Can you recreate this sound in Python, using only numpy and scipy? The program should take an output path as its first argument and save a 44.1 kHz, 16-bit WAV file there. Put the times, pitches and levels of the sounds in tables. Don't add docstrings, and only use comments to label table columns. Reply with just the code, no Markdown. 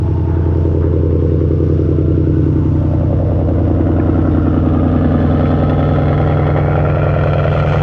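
import sys
import numpy as np
from scipy import signal
from scipy.fft import rfft, irfft
from scipy.io import wavfile
from scipy.ndimage import uniform_filter1d, minimum_filter1d, map_coordinates

SR = 44100
rng = np.random.default_rng(int(sys.argv[2]) if len(sys.argv) > 2 else 0)


def dump_mix(stems):
    frames = np.atleast_2d(stems).T
    limited = np.clip(frames, -1, 1)
    pcm = np.round(limited * 32767).astype(np.int16)
    wavfile.write(sys.argv[1], SR, pcm)


N = 345120
T = np.arange(N) / SR

# time in seconds, crankshaft speed in turns per minute.
IDLE_SPEED = [(0, 1277), (1.1, 1256.2), (1.5, 1268.9), (2, 1248.5), (2.4, 1256.7), (2.9, 1239.4),
              (3.2, 1259.5), (4.1, 1256), (4.5, 1234.9), (4.8, 1251.6), (6, 1244), (6.8, 1250.8),
              (7.5, 1233.6), (7.83, 1245.2)]
BANK_STEPS = ((1, 2, 5, 7), (0, 3, 4, 6))
ARRIVAL_STEPS = [.47, 1.52, 2.38, 3.5, 4.5, 5.42, 6.43, 7.42]

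# time in seconds, place (0 in the cabin, 1 beside the car, 2 behind it).
MIC_PLACE = [(0, 0.083), (2.3, 0.026), (3.2, 1.1), (4.7, 1.35), (5.5, 1.46), (6.6, 1.77), (7.83, 2.12)]
# time in seconds, distance from the microphone to the tailpipes in metres.
PIPE_DISTANCE = [(0, 2.95), (3.3, 2.68), (4.7, 1.78), (5.5, 1.28), (6.9, 0.9), (7.83, 0.71)]

# time in seconds, level in dB with the door open.
THROB_LEVEL_DB = [(0, -20.5), (2.5, -17), (3.25, -22.5), (3.8, -16), (5.1, -14.5), (6.2, -20),
                  (7.83, -26.5)]
# time in seconds, level of the bark in dB with the door open.
BARK_LEVEL_DB = [(0, -33), (1.2, -26.5), (2.1, -32.5), (2.65, -37.5), (2.88, -28.5), (3.2, -21),
                 (4.4, -25.5), (5.5, -20), (7.83, -19.5)]
# frequency in Hz, relative level in dB.
THROB_COLOUR_CABIN = [(120, -34.5), (200, -11), (232, -17), (285, -0.5), (350, -7), (450, -10), (620, -41),
                      (1060, -120)]
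THROB_COLOUR_BESIDE = [(120, -31.5), (200, 0.5), (237, 0.5), (285, 8), (388, -6), (620, -49), (1060, -120)]
THROB_COLOUR_BEHIND = [(120, -50), (200, 1), (255, -2.5), (330, 3), (366, -3.5), (405, 6), (480, -1.5),
                       (620, -26), (1060, -120)]
# frequency in Hz, relative level in dB.
BARK_COLOUR_CABIN = [(250, -24.5), (430, 6.5), (482, 10), (555, 1), (620, -19), (904, -37), (1430, -64.5),
                     (2420, -120)]
BARK_COLOUR_BESIDE = [(250, -27), (420, 6), (549, 5.5), (615, 0), (680, 4), (794, -1.5), (1100, -14.5),
                      (1430, -40), (2420, -120)]
BARK_COLOUR_BEHIND = [(100, -33.5), (380, -5), (471, 0.5), (591, 1), (700, 3), (800, 7), (1020, -13.5),
                      (1100, -38.5), (2420, -120)]
# one place (cabin, beside, behind), relative level of the eight cylinders in dB, in firing order.
THROB_CYLINDER_DB = [(-1, 8.5, 1.5, -5.5, 3.5, 1.4, -5.5, 8.5), (-2.5, 3, 0.5, -4.5, 4, 1.7, -4.3, 7),
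                     (0.7, -2, 4, 3, -4.5, 1.2, 1.5, -15.5)]
BARK_CYLINDER_DB = [(-1.5, 0, 4, -3, -2, 1, -2, 3), (-1.5, -1.5, 1.5, -2, 0, -3, 6.5, 1.1),
                    (-.5, -4, -3, 1.5, 3.5, -4, 8, -2)]
JET_CYLINDER_DB = [(0, -1, -1, 0, 0, 0, 3, 1), (1, 0, -.5, 0, 3, 0, 1, 1),
                   (2.5, -1.5, 1.5, 0, 4, 0, -.5, 2)]
# time in seconds, centre in Hz, gain of the added band in dB.
THROB_REINFORCED = [(0, 331, 16.5), (1.197, 405, -6), (2.502, 301, 4.5), (3.197, 302, -1), (3.9, 354, 7),
                    (5.101, 239, 14.5), (6.501, 304, 16.5), (7.83, 305, -20)]
BARK_REINFORCED = [(0, 615, 6.5), (1.2, 529, 15.5), (2.85, 576, 24.5), (3.099, 544, 14.5), (3.499, 515, 9),
                   (4.499, 557, -11.5), (5.399, 561, 0.5), (6.8, 602, 9), (7.5, 600, 11), (7.83, 570, -5)]

# frequency in Hz, relative level in dB.
RASP_COLOUR = [(700, -48.5), (1000, 8.5), (1250, 9.5), (1500, 7.5), (1700, 0), (2100, -4.5), (2700, -57)]
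SIZZLE_COLOUR = [(1700, -26.5), (2250, 0), (2700, -4.5), (3300, -7), (4400, -21.5), (5300, -23),
                 (8500, -37), (10300, -47), (11500, -84.5)]
# (time in seconds, centre in Hz, gain of the added band in dB).
JET_BANDS = [(82.5, [(1, 980, 1), (2.4, 1480, 6.5), (3.3, 1214, -23), (4, 1390, 3.5), (4.7, 1260, 15.5),
             (5.3, 1264, 5), (5.9, 1322, 7.5), (7.83, 1385, 9.5)]), (70, [(5.7, 1030, -4), (6.35, 997, 5),
             (7.2, 960, 1), (7.75, 885, 11)]), (130, [(4.2, 1967, -7), (4.7, 1670, 7), (5.7, 1787, 5),
             (7.83, 1940, 12.5)]), (219, [(5.3, 2126, -9), (6.4, 2040, 11.5), (6.85, 2380, 17),
             (7.83, 2500, 1.5)]), (130, [(4.3, 3570, -3), (5.9, 3400, 11.5), (7.2, 3170, 5)]),
             (200, [(4.3, 2780, -2), (5.3, 3020, -1)]), (201, [(4.6, 4420, -18.5), (5, 4220, 8.5),
             (7.6, 4130, 7.5)]), (1500, [(7.2, 6470, -34), (7.7, 6330, 3)])]
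# delay at 1 m in ms, change of delay in ms per metre, gain as a factor.
JET_ECHOES = [(1.47, 0.159, 0.081), (3.599, .9, 0.21), (7.9, -.7, 0.34)]
# (time in seconds, centre in Hz, gain at the centre in dB).
EXHAUST_NOTCHES = [(131, [(2.5, 780, 7), (3.3, 784, -2), (4.2, 770, 2), (4.9, 972, -6), (6, 914, -10.5),
                   (6.8, 800, 0), (7.15, 805, -25.5), (7.83, 805, -5)]), (59, [(3, 401, 0.5),
                   (4.6, 384, -3.5), (7.83, 348, -3.5)]), (30, [(3.8, 526, -8.5), (5.6, 502, -9.5),
                   (7.2, 526, 8)]), (45, [(4.8, 604, 2.5), (6.7, 640, -6), (7.1, 690, 1.5)]),
                   (180, [(5.2, 2350, -8), (6.6, 2350, -7), (7.83, 2190, 0.5)]), (300, [(4.2, 3760, 0),
                   (6, 3580, 0), (7.83, 3800, -20)])]

DRONE_MULTIPLES = (8, 10, 14)
# time in seconds, level of the 8th, 10th and 14th multiple in dB.
DRONE_LEVELS = [(0, -16.5, -19.5, -24), (0.498, -14, -31, -23), (2.498, -17, -21.5, -17.5),
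                (3.6, -16.5, -20, -23.5), (5.2, -17, -24, -19), (6.098, -19, -21.5, -16),
                (7.83, -21, -20.5, -17)]
# multiple of the cycle rate, level in the cabin, beside and behind in dB.
WEAK_MULTIPLES = [(5, -37.5, -34.5, -37.5), (6, -40.5, -26.5, -30.5), (11, -27, -21.5, -71.5),
                  (12, -25.5, -36, -35), (15, -33.5, -54, -27), (16, -59, -39.5, -31),
                  (18, -36, -28.5, -41.5), (20, -33.5, -51, -37)]
# (time in seconds, centre in Hz, level in dB).
PANEL_RINGS = [(18, [(.6, 655, -38.5), (1.25, 650, -54.5), (2.05, 646, -38), (2.8, 660, -60.5)]),
               (22, [(.6, 900, -39.5), (1.9, 897, -56.5), (2.75, 885, -41), (3.4, 874, -46.5),
               (4.5, 920, -64)]), (25, [(.5, 853, -40), (1.6, 810, -65)])]
# frequency in Hz, relative level in dB.
BAY_COLOUR = [(25, -8.5), (60, 23.5), (200, 4.5), (500, 4.5), (1500, -9.5), (2000, -18.5), (3000, -20),
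              (4000, -23), (5700, -24), (7500, -39.5), (10000, -37.5), (12500, -65.5)]
# start in seconds,
# level in dB before the swell and fade, band centre in Hz, rise and decay time constants in seconds.
HANDLING_BUMPS = [(.1, -17, 70, .0013, 0.013), (.25, -31, 1126, 0.083, 0.16), (.52, -54.5, 4940, 0.13, .2),
                  (.815, -33, 1126, 0.0081, .066), (2.2, -28, 894, 1, 0.66), (2.301, -47, 5100, .91, 0.38),
                  (3.998, -15, 1370, 0.0021, 0.0028), (5.453, -28.5, 1750, 0.002, 0.017)]

RASP_DB, SIZZLE_DB = -28.5, -38.5
RASP_DB_PER_DOUBLING, SIZZLE_DB_PER_DOUBLING = -5, -10
CORNER_M, SHADOW_M, SHADOW_DB = 2.12, 0.64, -8.5
DOOR_OPEN_S, DOOR_THROB_DB, DOOR_BARK_DB = 0.74, -4.5, -15.5
CEILING, EDGE_HZ = .8, 14000


def crank():
    rpm, = curves(IDLE_SPEED)
    return np.cumsum(rpm) / (120 * SR) + .002 * drift(5)


def firings(cycles, scatter_s=0.00012):
    turn, cylinder = np.divmod(np.arange(8 * 84), 8)
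    late, luck = rng.standard_normal((len(turn), 2)).T
    due = turn + np.array(ARRIVAL_STEPS)[cylinder] / len(ARRIVAL_STEPS)
    when = np.interp(due, cycles, T, right=2 * T[-1])
    return when + scatter_s * late, cylinder, luck


def exhaust(cycles, fired):
    (metres,), (throb_db,), (bark_db,) = curves(PIPE_DISTANCE), curves(THROB_LEVEL_DB), curves(BARK_LEVEL_DB)
    doublings = np.log2(metres)
    shut = np.clip(1 - T / DOOR_OPEN_S, 0, 1)
    shadow = np.clip((metres - CORNER_M) / SHADOW_M, 0, 1)
    rasp = colour(jets(cycles, fired, crack=.15, decay_s=.0037, between=.17), RASP_COLOUR)
    sizzle = colour(jets(cycles, fired, crack=0.038, decay_s=.0066, between=0.092), SIZZLE_COLOUR)
    rasp_db = RASP_DB + RASP_DB_PER_DOUBLING * doublings + SHADOW_DB * shadow
    sizzle_db = SIZZLE_DB + SIZZLE_DB_PER_DOUBLING * doublings
    return (gain_of(throb_db + DOOR_THROB_DB * shut) * throb(cycles, fired)
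            + gain_of(bark_db + DOOR_BARK_DB * shut) * bark(cycles, fired)
            + gain_of(rasp_db) * steady(rasp)
            + gain_of(sizzle_db) * steady(sizzle))


def throb(cycles, fired):
    out = np.zeros(N)
    churn = .18 * turbulence(cycles, repeat=.85)
    colours = THROB_COLOUR_CABIN, THROB_COLOUR_BESIDE, THROB_COLOUR_BEHIND
    for share, spectrum, cylinder_db in zip(shares(), colours, THROB_CYLINDER_DB):
        clicks = pulses(fired, cylinder_db, uneven_db=.9, lead_s=.0045)
        drive = steady(clicks) + churn * gusts(clicks, decay_s=0.0099, between=1.0)
        out += share * steady(colour(drive, spectrum))
    return steady(out + reinforced(out, THROB_REINFORCED, width=100))


def bark(cycles, fired, echo=0.2, echo_s=0.00624):
    out, behind = np.zeros(N), shares()[2]
    churn = (.44 - .1 * behind) * turbulence(cycles, repeat=.8)
    leads_s = (.005, .0005, 0)
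    colours = BARK_COLOUR_CABIN, BARK_COLOUR_BESIDE, BARK_COLOUR_BEHIND
    for share, spectrum, cylinder_db, lead_s in zip(shares(), colours, BARK_CYLINDER_DB, leads_s):
        clicks = pulses(fired, cylinder_db, uneven_db=1.4, lead_s=lead_s)
        drive = steady(clicks) + churn * gusts(clicks, decay_s=0.008, between=.9)
        out += share * steady(colour(drive, spectrum))
    out = out + reinforced(out, BARK_REINFORCED, width=92)
    ground_echo = np.interp(T - echo_s, T, out)
    return steady(out + echo * behind * ground_echo)


def jets(cycles, fired, crack, decay_s, between, muddle=0.47):
    places = inside, beside, _ = shares()
    clicks = sum(share * pulses(fired, cylinder_db, uneven_db=2.5)
                 for share, cylinder_db in zip(places, JET_CYLINDER_DB))
    clicks = clicks * gain_of(1.2 * drift(60))
    flow = gusts(clicks, decay_s, between) + muddle * (inside + 1.1 * beside)
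    puffs = steady(flow * turbulence(cycles, repeat=0.25))
    jet = puffs + crack * (1 - inside) * steady(clicks)
    return echoed(jet + sum(reinforced(jet, path, width) for width, path in JET_BANDS))


def hollowed(x):
    for width, path in EXHAUST_NOTCHES:
        hz, db = curves(path)
        x = x - (1 - gain_of(db)) * resonate(x, hz, width)
    return x


def drone(cycles, pipe_steps=(.24, .05), waver=0.14):
    steps = np.concatenate([np.add(bank, delay) for bank, delay in zip(BANK_STEPS, pipe_steps)])
    places, out = shares(), np.zeros(N)
    lines = list(zip(DRONE_MULTIPLES, curves(DRONE_LEVELS)))
    for multiple, *place_dbs in WEAK_MULTIPLES:
        lines.append((round(multiple), sum(share * db for share, db in zip(places, place_dbs))))
    for k, db in lines:
        lead = np.angle(np.sum(np.exp(-2j * np.pi * k * steps / len(steps))))
        level = np.sqrt(2) * gain_of(db) * (1 + waver * drift(110))
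        out += level * np.sin(2 * np.pi * k * cycles + lead)
    return out


def dash(cycles, waver_db=1.2):
    whirr, out = turbulence(cycles, repeat=0.94), np.zeros(N)
    for width, path in PANEL_RINGS:
        hz, db = curves(path)
        ringing = resonate(resonate(whirr, hz, 2 * width), hz, 2 * width)
        out += gain_of(db + waver_db * drift(18)) * steady(ringing)
    return out


def bay(fired, outside_db=-34.75, cabin_extra_db=1.5, ticking=0.21):
    clicks = pulses(fired, np.zeros(len(ARRIVAL_STEPS)), uneven_db=2.5)
    ticks = gusts(clicks, decay_s=0.00032, between=0)
    rush = rng.standard_normal(N) * (1 + ticking * ticks)
    return gain_of(outside_db + cabin_extra_db * shares()[0]) * steady(colour(rush, BAY_COLOUR))


def bumps():
    out = np.zeros(N)
    for s, db, hz, rise, decay in HANDLING_BUMPS:
        octave = signal.butter(3, [hz / np.sqrt(2), hz * np.sqrt(2)], "band", fs=SR, output="sos")
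        noise = signal.sosfilt(octave, rng.standard_normal(N))
        age = np.maximum(T - s, 0)
        out += gain_of(db) * noise / noise.std() * np.exp(-age / decay) * (1 - np.exp(-age / rise))
    return out


def pulses(fired, cylinder_db, uneven_db, lead_s=0):
    when, cylinder, luck = fired
    at = np.round((when - lead_s) * SR).astype(int)
    heard = (at >= 0) & (at < N)
    strength = gain_of(np.array(cylinder_db)[cylinder] + uneven_db * luck)
    return np.bincount(at[heard], strength[heard], N)


def gusts(clicks, decay_s, between):
    t = T[:SR // 20]
    flow = signal.oaconvolve(clicks, np.exp(-t / decay_s) - np.exp(-5 * t / decay_s))[:N]
    return steady(flow) + between


def turbulence(cycles, repeat, size=4230):
    repeat = np.clip(repeat, 0, 1)
    locked = map_coordinates(rng.standard_normal(size), [cycles % 1 * size], order=3, mode="grid-wrap")
    return np.sqrt(repeat) * locked + np.sqrt(1 - repeat) * rng.standard_normal(N)


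def resonate(x, hz, width):
    turn = np.exp(2j * np.pi * np.cumsum(hz * np.ones(N)) / SR)
    r = np.exp(-np.pi * width / SR)
    return 2 * (turn * signal.lfilter([1 - r], [1, -r], x / turn)).real


def reinforced(x, path, width):
    hz, db = curves(path)
    return gain_of(db) * resonate(x, hz, width)


def echoed(x):
    metres, = curves(PIPE_DISTANCE)
    out = x
    for ms, ms_per_m, gain in JET_ECHOES:
        delay_s = (ms + ms_per_m * (metres - 1)) / 1000
        out = out + gain * np.interp(T - delay_s, T, x)
    return out


def colour(x, points, size=8192):
    hz, db = np.transpose(points)
    db = np.interp(np.log(abs(np.fft.fftfreq(size, 1 / SR)) + 1), np.log(hz + 1), db)
    log_gain = np.log(gain_of(np.maximum(db, -120)))
    taps = np.fft.ifft(np.exp(np.conj(signal.hilbert(log_gain)))).real
    return signal.oaconvolve(x, taps[:size // 2] * np.hanning(size)[size // 2:])[:N]


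def shares():
    place, = curves(MIC_PLACE)
    return [np.clip(1 - abs(place - k), 0, 1) for k in range(3)]


def steady(x, size=8500):
    power = uniform_filter1d(uniform_filter1d(x ** 2, size), size)
    return x / np.sqrt(abs(power) + 1e-20)


def drift(hz):
    lowpass = np.exp(-(np.fft.rfftfreq(N, 1 / SR) / hz) ** 2)
    x = irfft(rfft(rng.standard_normal(N)) * lowpass, N)
    return x / x.std()


def curves(rows):
    s, *columns = np.transpose(rows)
    return [np.interp(T, s, c) for c in columns]


def gain_of(db):
    return 10 ** (np.asarray(db) / 20)


def scene():
    cycles = crank()
    fired = firings(cycles)
    pipes = hollowed(exhaust(cycles, fired))
    return (pipes + drone(cycles) + dash(cycles) + bay(fired) + bumps())[None]


def record(dry, size=120):
    room = np.minimum(1, CEILING / (abs(dry) + 1e-9))
    lowest = minimum_filter1d(room, size)
    held = dry * uniform_filter1d(uniform_filter1d(lowest, size // 2), size // 2)
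    band = signal.firwin(511, EDGE_HZ, window=("kaiser", 9), fs=SR)
    return signal.oaconvolve(held, band[None], "same")


dry = scene()
out = record(dry)
dump_mix(out)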